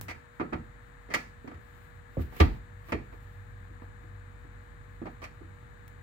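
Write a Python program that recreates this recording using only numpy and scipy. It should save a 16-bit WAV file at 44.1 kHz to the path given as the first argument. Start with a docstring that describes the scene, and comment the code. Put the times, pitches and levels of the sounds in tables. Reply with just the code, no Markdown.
"""A locked steel door tried by hand, close to a stereo microphone in a quiet building.
From the start, a distant motor drones and the mains hum over a soft hiss of air. After a dry snap
the latch chatters and scrapes, metal on metal, and the leaf knocks lightly against its frame.
Just after two seconds the sleeve swishes, the hand lands and the whole leaf booms and clangs.
One more clang follows near three seconds, then only soft bumps, pats, latch clicks and a last snap."""
import sys
import numpy as np
from scipy import signal
from scipy.fft import rfft, irfft, next_fast_len
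from scipy.io import wavfile
from scipy.ndimage import uniform_filter1d

SR = 44100
rng = np.random.default_rng(int(sys.argv[2]) if len(sys.argv) > 2 else 0)


def transcribe(u):
    """Save the signal u as a 16-bit wav file named by the first command-line argument.

    u: samples, shape (n,) or (channels, n), limited to [-1, 1]; the rate is SR.
    q: integer samples, one column per channel.
    """
    v = np.clip(np.atleast_2d(u).T, -1, 1)
    q = np.round(v * 32767).astype(np.int16)
    wavfile.write(sys.argv[1], SR, q)


N = 265745

# Where the close sounds sit at the microphone. Each row: frequency in Hz, left minus right in dB.
CLOSE_LEAN = [(60, -0.5), (170, -1), (350, -5.5), (700, -4), (1200, 0.5), (2200, -3.5), (5000, 1),
              (15000, -2)]
# How alike noise is on the two channels. Each row: frequency in Hz, correlation from -1 to 1.
CORRELATION = [(60, 0.47), (130, 0.76), (290, 0.38), (640, -0.59), (1400, -0.34), (3000, 0.025),
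               (7000, -0.17), (15000, -0.4)]
# Room tone of the building. Each row: frequency in Hz, relative density in dB.
AIR_COLOUR = [(22, -27), (48, -5), (100, 2), (170, -11.5), (520, -23.5), (1000, -17.5), (1480, -18),
              (1720, -14), (1900, -21), (2900, -38.5), (4000, -37.5), (5400, -51.5), (6500, -46.5),
              (7200, -36.5), (7550, -45.5), (8100, -34.5), (9600, -47), (15500, -49.5)]
# Where the room tone sits. Each row: frequency in Hz, left minus right in dB.
AIR_LEAN = [(60, -0.5), (200, -1), (400, -3.5), (800, 7.5), (1300, 8), (2300, 18.5), (4400, 12.5),
            (7200, 16.5), (9000, -5.5), (15000, 10)]
# Swells in the room tone's bass. Each row: time in seconds, bass gain in dB.
RUMBLE = [(0, 15), (.3, -5), (.6, 2), (1.1, -0.5), (2.2, 2.5), (6.03, 3.5)]
# The distant motor. Each row: time in seconds, level of the shaft tone in dB, of its octave in dB.
MOTOR_LEVELS = [(0, -73, -73), (.7, -52.5, -69), (1.6, -59.5, -69.5), (3.1, -52, -51), (4.5, -51, -54),
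                (6.03, -58.5, -64)]
# Mains hum in the corridor. Each row: multiple of HUM_HZ, level in dB.
HUM_PARTIALS = [(2, -72.5), (4, -64.5), (5, -76.5), (6, -80.5), (7, -79), (9, -77.5), (10, -74.5),
                (11, -74.5), (12, -80)]
# Thin buzz of an electrical fitting. Each row: multiple of HUM_HZ, level in dB.
BUZZ_PARTIALS = [(25, -86.5), (30, -88.5), (31, -85), (33, -92), (34, -88), (37, -90.5), (67, -102.5)]
# Dry snaps close to the microphone. Each row: start in seconds, level in dB, t60 in seconds.
SNAPS = [(0.0126, -45, 0.0049), (2.365, -57.5, .03), (5.8792, -60.5, 0.023)]
# Colour of a snap. Each row: frequency in Hz, relative density in dB.
SNAP_COLOUR = [(300, 4), (2200, 1.5), (4500, -7), (7000, -4.5), (12000, -3), (15500, 4.5)]
# Latch and fittings click and scrape, too light to move the leaf. Each row: start in seconds,
# chatter length in seconds, favoured pitch in Hz, strength in dB, tilt in dB per octave.
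LATCH_CONTACTS = [ (0.082, .030, 2180, -52.5, -1.04), (1.087, 0.0052, 400, -68.5, -5.4),
                  (1.102, 0.044, 1850, -54, -3), (1.138, 0.0096, 2080, -41.5, 0.1),
                  (1.475, .002, 256, -60.5, -4), (1.513, .002, 1310, -65, -6),
                  (2.322, 0.021, 825, -68, -6.5), (2.363, 0.0027, 2380, -65.5, -4.5),
                  (2.4, 0.0069, 3750, -38, -2.5), (2.884, 0.021, 1070, -62, -4),
                  (3.819, .002, 850, -70.5, -7.5), (5.055, 0.016, 775, -57, -5.5),
                  (5.217, 0.024, 1090, -58, -2), (5.239, 0.0095, 2400, -60, 0)]
# The leaf hits its frame; a harder blow has a flatter tilt. Each row: start in seconds, chatter length
# in seconds, favoured pitch in Hz, strength in dB, tilt in dB per octave, thump of the leaf in dB.
FRAME_KNOCKS = [ (0.397, .012, 1270, -47.5, -7, -54), (0.524, .003, 2200, -56, -8, -58),
                (0.530, .006, 1290, -50, -5.5, -42.5), (0.587, .004, 220, -78.5, -8.5, -52),
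                (1.542, .003, 150, -70.5, -3.5, -47), (2.172, .002, 563, -65.5, -12.5, -33),
                (2.191, .005, 172, -63.5, -10.5, -30), (2.404, .006, 284, -36, -4, -16.5),
                (2.920, .003, 2420, -45.5, -3.5, -40.5), (2.927, .005, 440, -52.5, -8, -34),
                (3.125, .014, 460, -68, -5, -61)]
# Soft bumps of the door. Each row: start in seconds, strength in dB.
BUMPS = [(1.443, -73), (3.7, -85), (4.038, -84.5), (4.439, -84), (5.017, -65.5), (5.406, -76.5)]
# Modes of the steel leaf and its fittings. Each row: frequency in Hz, weight in dB, t60 in seconds.
DOOR_MODES = [(145.2, 9, 0.33), (166, -16, 0.8), (228.5, 2.5, 0.3), (280.7, 6, 0.17), (323.8, -1.5, 0.29),
              (421, -4, 0.24), (472.5, -2.5, 0.16), (508.5, -5.5, 0.16), (616, -2.5, 0.17), (664.4, 1, 0.1),
              (738, 2, 0.16), (903, -10, 0.29), (990, 1.5, 0.14), (1180, 14, 0.11), (1282, -1, 0.34),
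              (1342, 4.5, 0.15), (1386, 2, 0.23), (1715, -3, 0.33), (1845, 0, 0.17), (1960, -1, 0.036),
              (1955, 2.5, 0.22), (2180, -6, 0.21), (2365, -1, 0.22), (2522, 2, 0.09), (2920, 0, 0.12),
              (3216, 5.5, 0.14), (4310, 4.5, 0.22), (4600, 3, 0.26), (5550, -13, 0.15), (6078, 1, 0.21),
              (6440, 2, 0.37)]
# Dense, quickly dying vibration of the steel sheet. Each row: frequency in Hz, relative density in dB.
SHEET_COLOUR = [(40, 10), (130, 0.5), (280, 0), (390, -2.5), (700, -0.5), (900, 1), (1400, 0), (2400, 3.5),
                (3300, -7), (4700, 1.5), (6800, -16), (9000, -24), (12000, -27), (15500, -23.5)]
# The door's body, clank, clang, click and tick. Each row: low and high edge in Hz, rise and t60
# in seconds, relative level of the room tail in dB, of the clear modes in dB.
REGISTERS = [(167.3, 427, 0.0013, 0.12, -10.5, 0), (504, 1002, 0.0011, 0.077, -15, -3),
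             (1286, 2160, 0.00061, 0.11, -16.5, -5), (2550, 3650, 0.002, 0.063, -17.5, -5.5),
             (6520, 33000, 0.00041, 0.07, -17, -42)]
# How readily each register sounds, before the tilt. Each row: middle frequency in Hz, gain in dB.
REGISTER_RESPONSE = [(250, 0), (700, 3), (1700, 5.5), (3500, -1.2), (11000, 0)]
# Moves of the arm. Each row: fastest moment in seconds, level in dB, swell and fade time in seconds.
SWISHES = [(1.78, -65.5, 0.14), (2.22, -52.5, .035), (2.41, -49, 0.058), (2.89, -56, 0.037),
           (3.25, -69.5, 0.24), (5.02, -73, .05)]
# Colour of the rubbing cloth. Each row: frequency in Hz, relative density in dB.
SLEEVE_COLOUR = [(300, 6), (2000, 19), (4000, 10), (6000, 2.5), (9000, 3.5), (12000, 3.5), (14000, 15.5),
                 (16000, 8)]
# The hand lands on the leaf. Each row: start in seconds, pitch in Hz, level in dB, t60 in seconds.
PATS = [(2.1697, 528, -39.5, 0.053), (2.174, 150, -36.5, 0.073), (5.017, 303, -47, 0.034),
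        (5.408, 295, -64, 0.042)]

HUM_HZ, MOTOR_HZ = 119.98, 47.6
ROOM_T60 = 0.34  # seconds for the corridor to fall by 60 dB


def amp(db):
    """Decibels to gain."""
    return 10 ** (np.asarray(db) / 20)


def unit_rms(x):
    """Scales to rms 1."""
    return x / np.sqrt(np.mean(x ** 2) + 1e-20)


def unit_blow(x):
    """Scales a blow so that its energy equals rms 1 held for 60 ms."""
    return x / np.sqrt(np.mean(x ** 2) * x.shape[-1] / (.06 * SR) + 1e-20)


def decay(t, t60):
    """Falls by 60 dB in t60 seconds."""
    return np.exp(-np.log(1000) * t / t60)


def at_hz(table, hz):
    """Reads a spectrum table along a log-frequency axis."""
    frequencies, values = np.transpose(table)
    return np.interp(np.log(hz + 1), np.log(frequencies), values)


def curves(table):
    """The columns of a time table at every sample."""
    times, *columns = np.transpose(table)
    return [np.interp(np.arange(N) / SR, times, column) for column in columns]


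def add(mix, start, sound):
    """Mixes a sound in at a start in seconds."""
    part = mix[:, max(round(start * SR), 0):][:, :sound.shape[1]]
    part += sound[:, :part.shape[1]]


def sides(lean, hz):
    """Left and right gains for a table of level differences."""
    return amp(np.outer([.5, -.5], at_hz(lean, hz)))


def noise(size, colour, lean):
    """Coloured stereo noise, alike on both channels in the bass only."""
    hz = np.fft.rfftfreq(size, 1 / SR)
    spectra = rfft(rng.standard_normal((2, size)))
    alike = np.clip(at_hz(CORRELATION, hz), -1, 1)
    spectra[1] = alike * spectra[0] + np.sqrt(1 - alike ** 2) * spectra[1]
    return unit_rms(irfft(spectra * amp(at_hz(colour, hz)) * sides(lean, hz), size))


def drift(top_hz):
    """A random wander of rms 1, no faster than top_hz."""
    t = np.linspace(0, N / SR, num=600)
    rates = np.geomspace(top_hz / 10, top_hz, num=16)
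    wave = sum(np.sin(2 * np.pi * (hz * t + rng.random())) / np.sqrt(hz) for hz in rates)
    return np.interp(np.arange(N) / SR, t, unit_rms(wave))


def room_tone(base_db=-53, bass_hz=350):
    """Still air hisses around the microphone while its bass swells and sinks."""
    air = amp(base_db) * noise(next_fast_len(N), AIR_COLOUR, AIR_LEAN)[:, :N]
    bass = signal.sosfiltfilt(signal.butter(2, bass_hz, fs=SR, output="sos"), air)
    return air + bass * (amp(curves(RUMBLE)[0]) - 1)


def motor(waver_db=0.75, speed_wander=0.0039):
    """A distant motor drones, dead centre, at its shaft rate and the octave above."""
    turns = np.cumsum(MOTOR_HZ * (1 + speed_wander * drift(8.22))) / SR
    return np.sqrt(2) * sum(amp(db + waver_db * drift(6.7)) * np.sin(2 * np.pi * order * turns)
                            for order, db in enumerate(curves(MOTOR_LEVELS), 1))


def mains_hum(waver_db=0.2, skew_rad=1.2):
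    """Hum and buzz stand in the corridor and reach the two channels out of step."""
    cycles, skew = HUM_HZ * np.arange(N) / SR, np.array([[0], [skew_rad]])
    out = np.zeros((2, N))
    for multiple, db in HUM_PARTIALS + BUZZ_PARTIALS:
        peak = np.sqrt(2) * amp(db - waver_db * drift(1.9))
        out += peak * np.sin(2 * np.pi * (multiple * cycles + rng.random()) + skew)
    return out


def snaps(tail_db=-18.5, tail_t60=0.19):
    """Brief bright bursts close to the microphone, with a faint room tail."""
    t, out = np.arange(8192) / SR, np.zeros((2, N))
    for start, db, t60 in SNAPS:
        fade = decay(t, t60) + amp(tail_db) * decay(t, tail_t60)
        add(out, start, amp(db) * unit_blow(noise(len(t), SNAP_COLOUR, CLOSE_LEAN) * fade))
    return out


def chatter(length_s, per_second=350, rebound=0.31):
    """Energy of a first contact, then of uneven smaller ones while metal skids on metal."""
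    jitter, size = rng.random((40, 2)).T
    times = (np.arange(len(jitter)) + jitter + .5) / per_second
    contacts = np.zeros(int(length_s * SR) + 2)
    contacts[0] = 1
    live = times < length_s
    contacts[(times[live] * SR).astype(int)] = (rebound * (.5 + size) ** 2)[live]
    return contacts


def register(hz, low_hz, high_hz):
    """Smooth, steep-sided weight of one range of pitches."""
    return 1 / np.sqrt((1 + (low_hz / (hz + 1)) ** 12) * (1 + (hz / high_hz) ** 12))


def favour(hz, pitch_hz, lift_db=6, octaves=0.18):
    """The striking point drives the door hardest near one pitch."""
    return amp(lift_db * np.exp(-.5 * (np.log2((hz + 1) / pitch_hz) / octaves) ** 2))


def contact_gain(middle_hz, pitch_hz, strength_db, tilt_db, pivot_hz=1000):
    """A soft contact gives less to the high registers; those around the favoured pitch get more."""
    tilted = amp(strength_db + tilt_db * np.log2(middle_hz / pivot_hz))
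    return tilted * favour(middle_hz, pitch_hz, lift_db=5, octaves=0.55)


def mode_weights(scatter_db=2, apart_hz=1000):
    """Each blow weighs the modes anew, and short waves reach the two channels out of step."""
    hz, db, _ = np.transpose(DOOR_MODES)
    scatter, phase, side = rng.standard_normal((len(hz), 3)).T
    skew = np.sign(side) * np.minimum(hz / apart_hz, 1) * np.pi / 2
    angle = 2 * np.pi * phase + np.outer([.5, -.5], skew)
    return amp(db + scatter_db * scatter) * sides(CLOSE_LEAN, hz) * np.exp(1j * angle)


def strike(t, rings, length_s, pitch_hz, strength_db, tilt_db, thump_db=None):
    """Contacts shake the sheet and its modes: a crack, a short ring, then the room holds on."""
    sheet = noise(len(t), SHEET_COLOUR, CLOSE_LEAN)
    hz, mode_hz = np.fft.rfftfreq(len(t), 1 / SR), np.transpose(DOOR_MODES)[0]
    sheet_drive = rfft(sheet) * favour(hz, pitch_hz)
    mode_drive = mode_weights() * favour(mode_hz, pitch_hz)
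    contacts = chatter(length_s)
    # the modes gather energy with every contact
    gathered = np.sqrt(np.interp(t, np.arange(len(contacts)) / SR, np.cumsum(contacts)))
    crack = amp(-2) * decay(t, t60=0.014)
    out = np.zeros_like(sheet) if thump_db is None else amp(thump_db) * thump(t, sheet)
    for (middle_hz, db), (*edges_hz, rise, t60, room_db, modes_db) in zip(REGISTER_RESPONSE, REGISTERS):
        onset = (1 - np.exp(-t / rise)) ** 2
        energy = decay(t, t60) ** 2 + crack ** 2 + (amp(room_db) * decay(t, ROOM_T60)) ** 2
        shaking = np.sqrt(abs(signal.oaconvolve(energy * onset ** 2, contacts)[:len(t)]))
        dense = irfft(sheet_drive * register(hz, *edges_hz)) * shaking
        clear = ((mode_drive * register(mode_hz, *edges_hz)) @ rings).real
        clear *= onset * uniform_filter1d(gathered, size=200)
        gain = amp(db) * contact_gain(middle_hz, pitch_hz, strength_db, tilt_db)
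        out += gain * unit_blow(unit_blow(dense) + amp(modes_db) * unit_blow(clear))
    return out


def thump(t, sheet, flex_hz=76, swell_s=0.017, boom_hz=(44.5, 143), boom_db=-11, boom_t60=0.42):
    """The whole leaf flexes for a few cycles and leaves the corridor booming."""
    flex = -np.sin(2 * np.pi * flex_hz * t) * (t / swell_s * np.exp(-t / swell_s)) ** 2
    boom_band = signal.butter(4, boom_hz, btype="band", fs=SR, output="sos")
    boom = signal.sosfilt(boom_band, sheet * (1 - np.exp(-t / swell_s)) * decay(t, boom_t60))
    return unit_blow(flex) + amp(boom_db) * unit_blow(boom)


def door(flutter=0.56):
    """Close up, latch, knocks and bumps all ring the same modes, which reflections make flutter."""
    t, out = np.arange(24576) / SR, np.zeros((2, N))
    hz, _, t60 = np.transpose(DOOR_MODES)
    white = rng.standard_normal((2, len(hz), len(t)))
    ripple = unit_rms(uniform_filter1d(uniform_filter1d(white, size=500), size=400))
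    reflections = 1 + flutter * (ripple[0] + 1j * ripple[1])
    rings = np.exp(2j * np.pi * np.outer(hz, t)) * decay(t, t60[:, None]) * reflections
    for start, *contact in FRAME_KNOCKS + LATCH_CONTACTS:
        add(out, start, strike(t, rings, *contact))
    for start, db in BUMPS:
        add(out, start, strike(t, rings, length_s=.003, pitch_hz=273, strength_db=db, tilt_db=-9.5))
    return out


def sleeve(rest_db=-78, grain_db=2):
    """Cloth near the microphone hisses unevenly, swelling and fading with each move of the arm."""
    t = np.arange(N) / SR
    swish_power = sum((amp(db) * np.exp(-abs(t - peak) / swell)) ** 2 for peak, db, swell in SWISHES)
    cloth = noise(next_fast_len(N), SLEEVE_COLOUR, CLOSE_LEAN)[:, :N]
    return cloth * np.sqrt(amp(rest_db) ** 2 + swish_power) * amp(grain_db * drift(40))


def hand_pats(rise_s=0.001, lag_rad=0.74):
    """The hand hits the leaf and damps it at once: a few hollow cycles, slightly later on the left."""
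    t, out = np.arange(8192) / SR, np.zeros((2, N))
    for start, hz, db, t60 in PATS:
        tone = np.sin(2 * np.pi * hz * t - np.array([[lag_rad], [0]]))
        envelope = (1 - np.exp(-t / rise_s)) * decay(t, t60)
        add(out, start, amp(db) * unit_blow(tone * envelope * sides(CLOSE_LEAN, np.array([hz]))))
    return out


def scene():
    """Door, hand and arm close to the microphone, the building behind them."""
    close = door() + hand_pats() + snaps() + sleeve()
    return close + room_tone() + motor() + mains_hum()


def record(dry):
    """The recorder cuts the treble above 15.9 kHz."""
    low_pass = signal.firwin(511, 15900, window=("kaiser", 9), fs=SR)
    return signal.oaconvolve(dry, low_pass[None], "same", axes=1)


dry = scene()
out = record(dry)
transcribe(out)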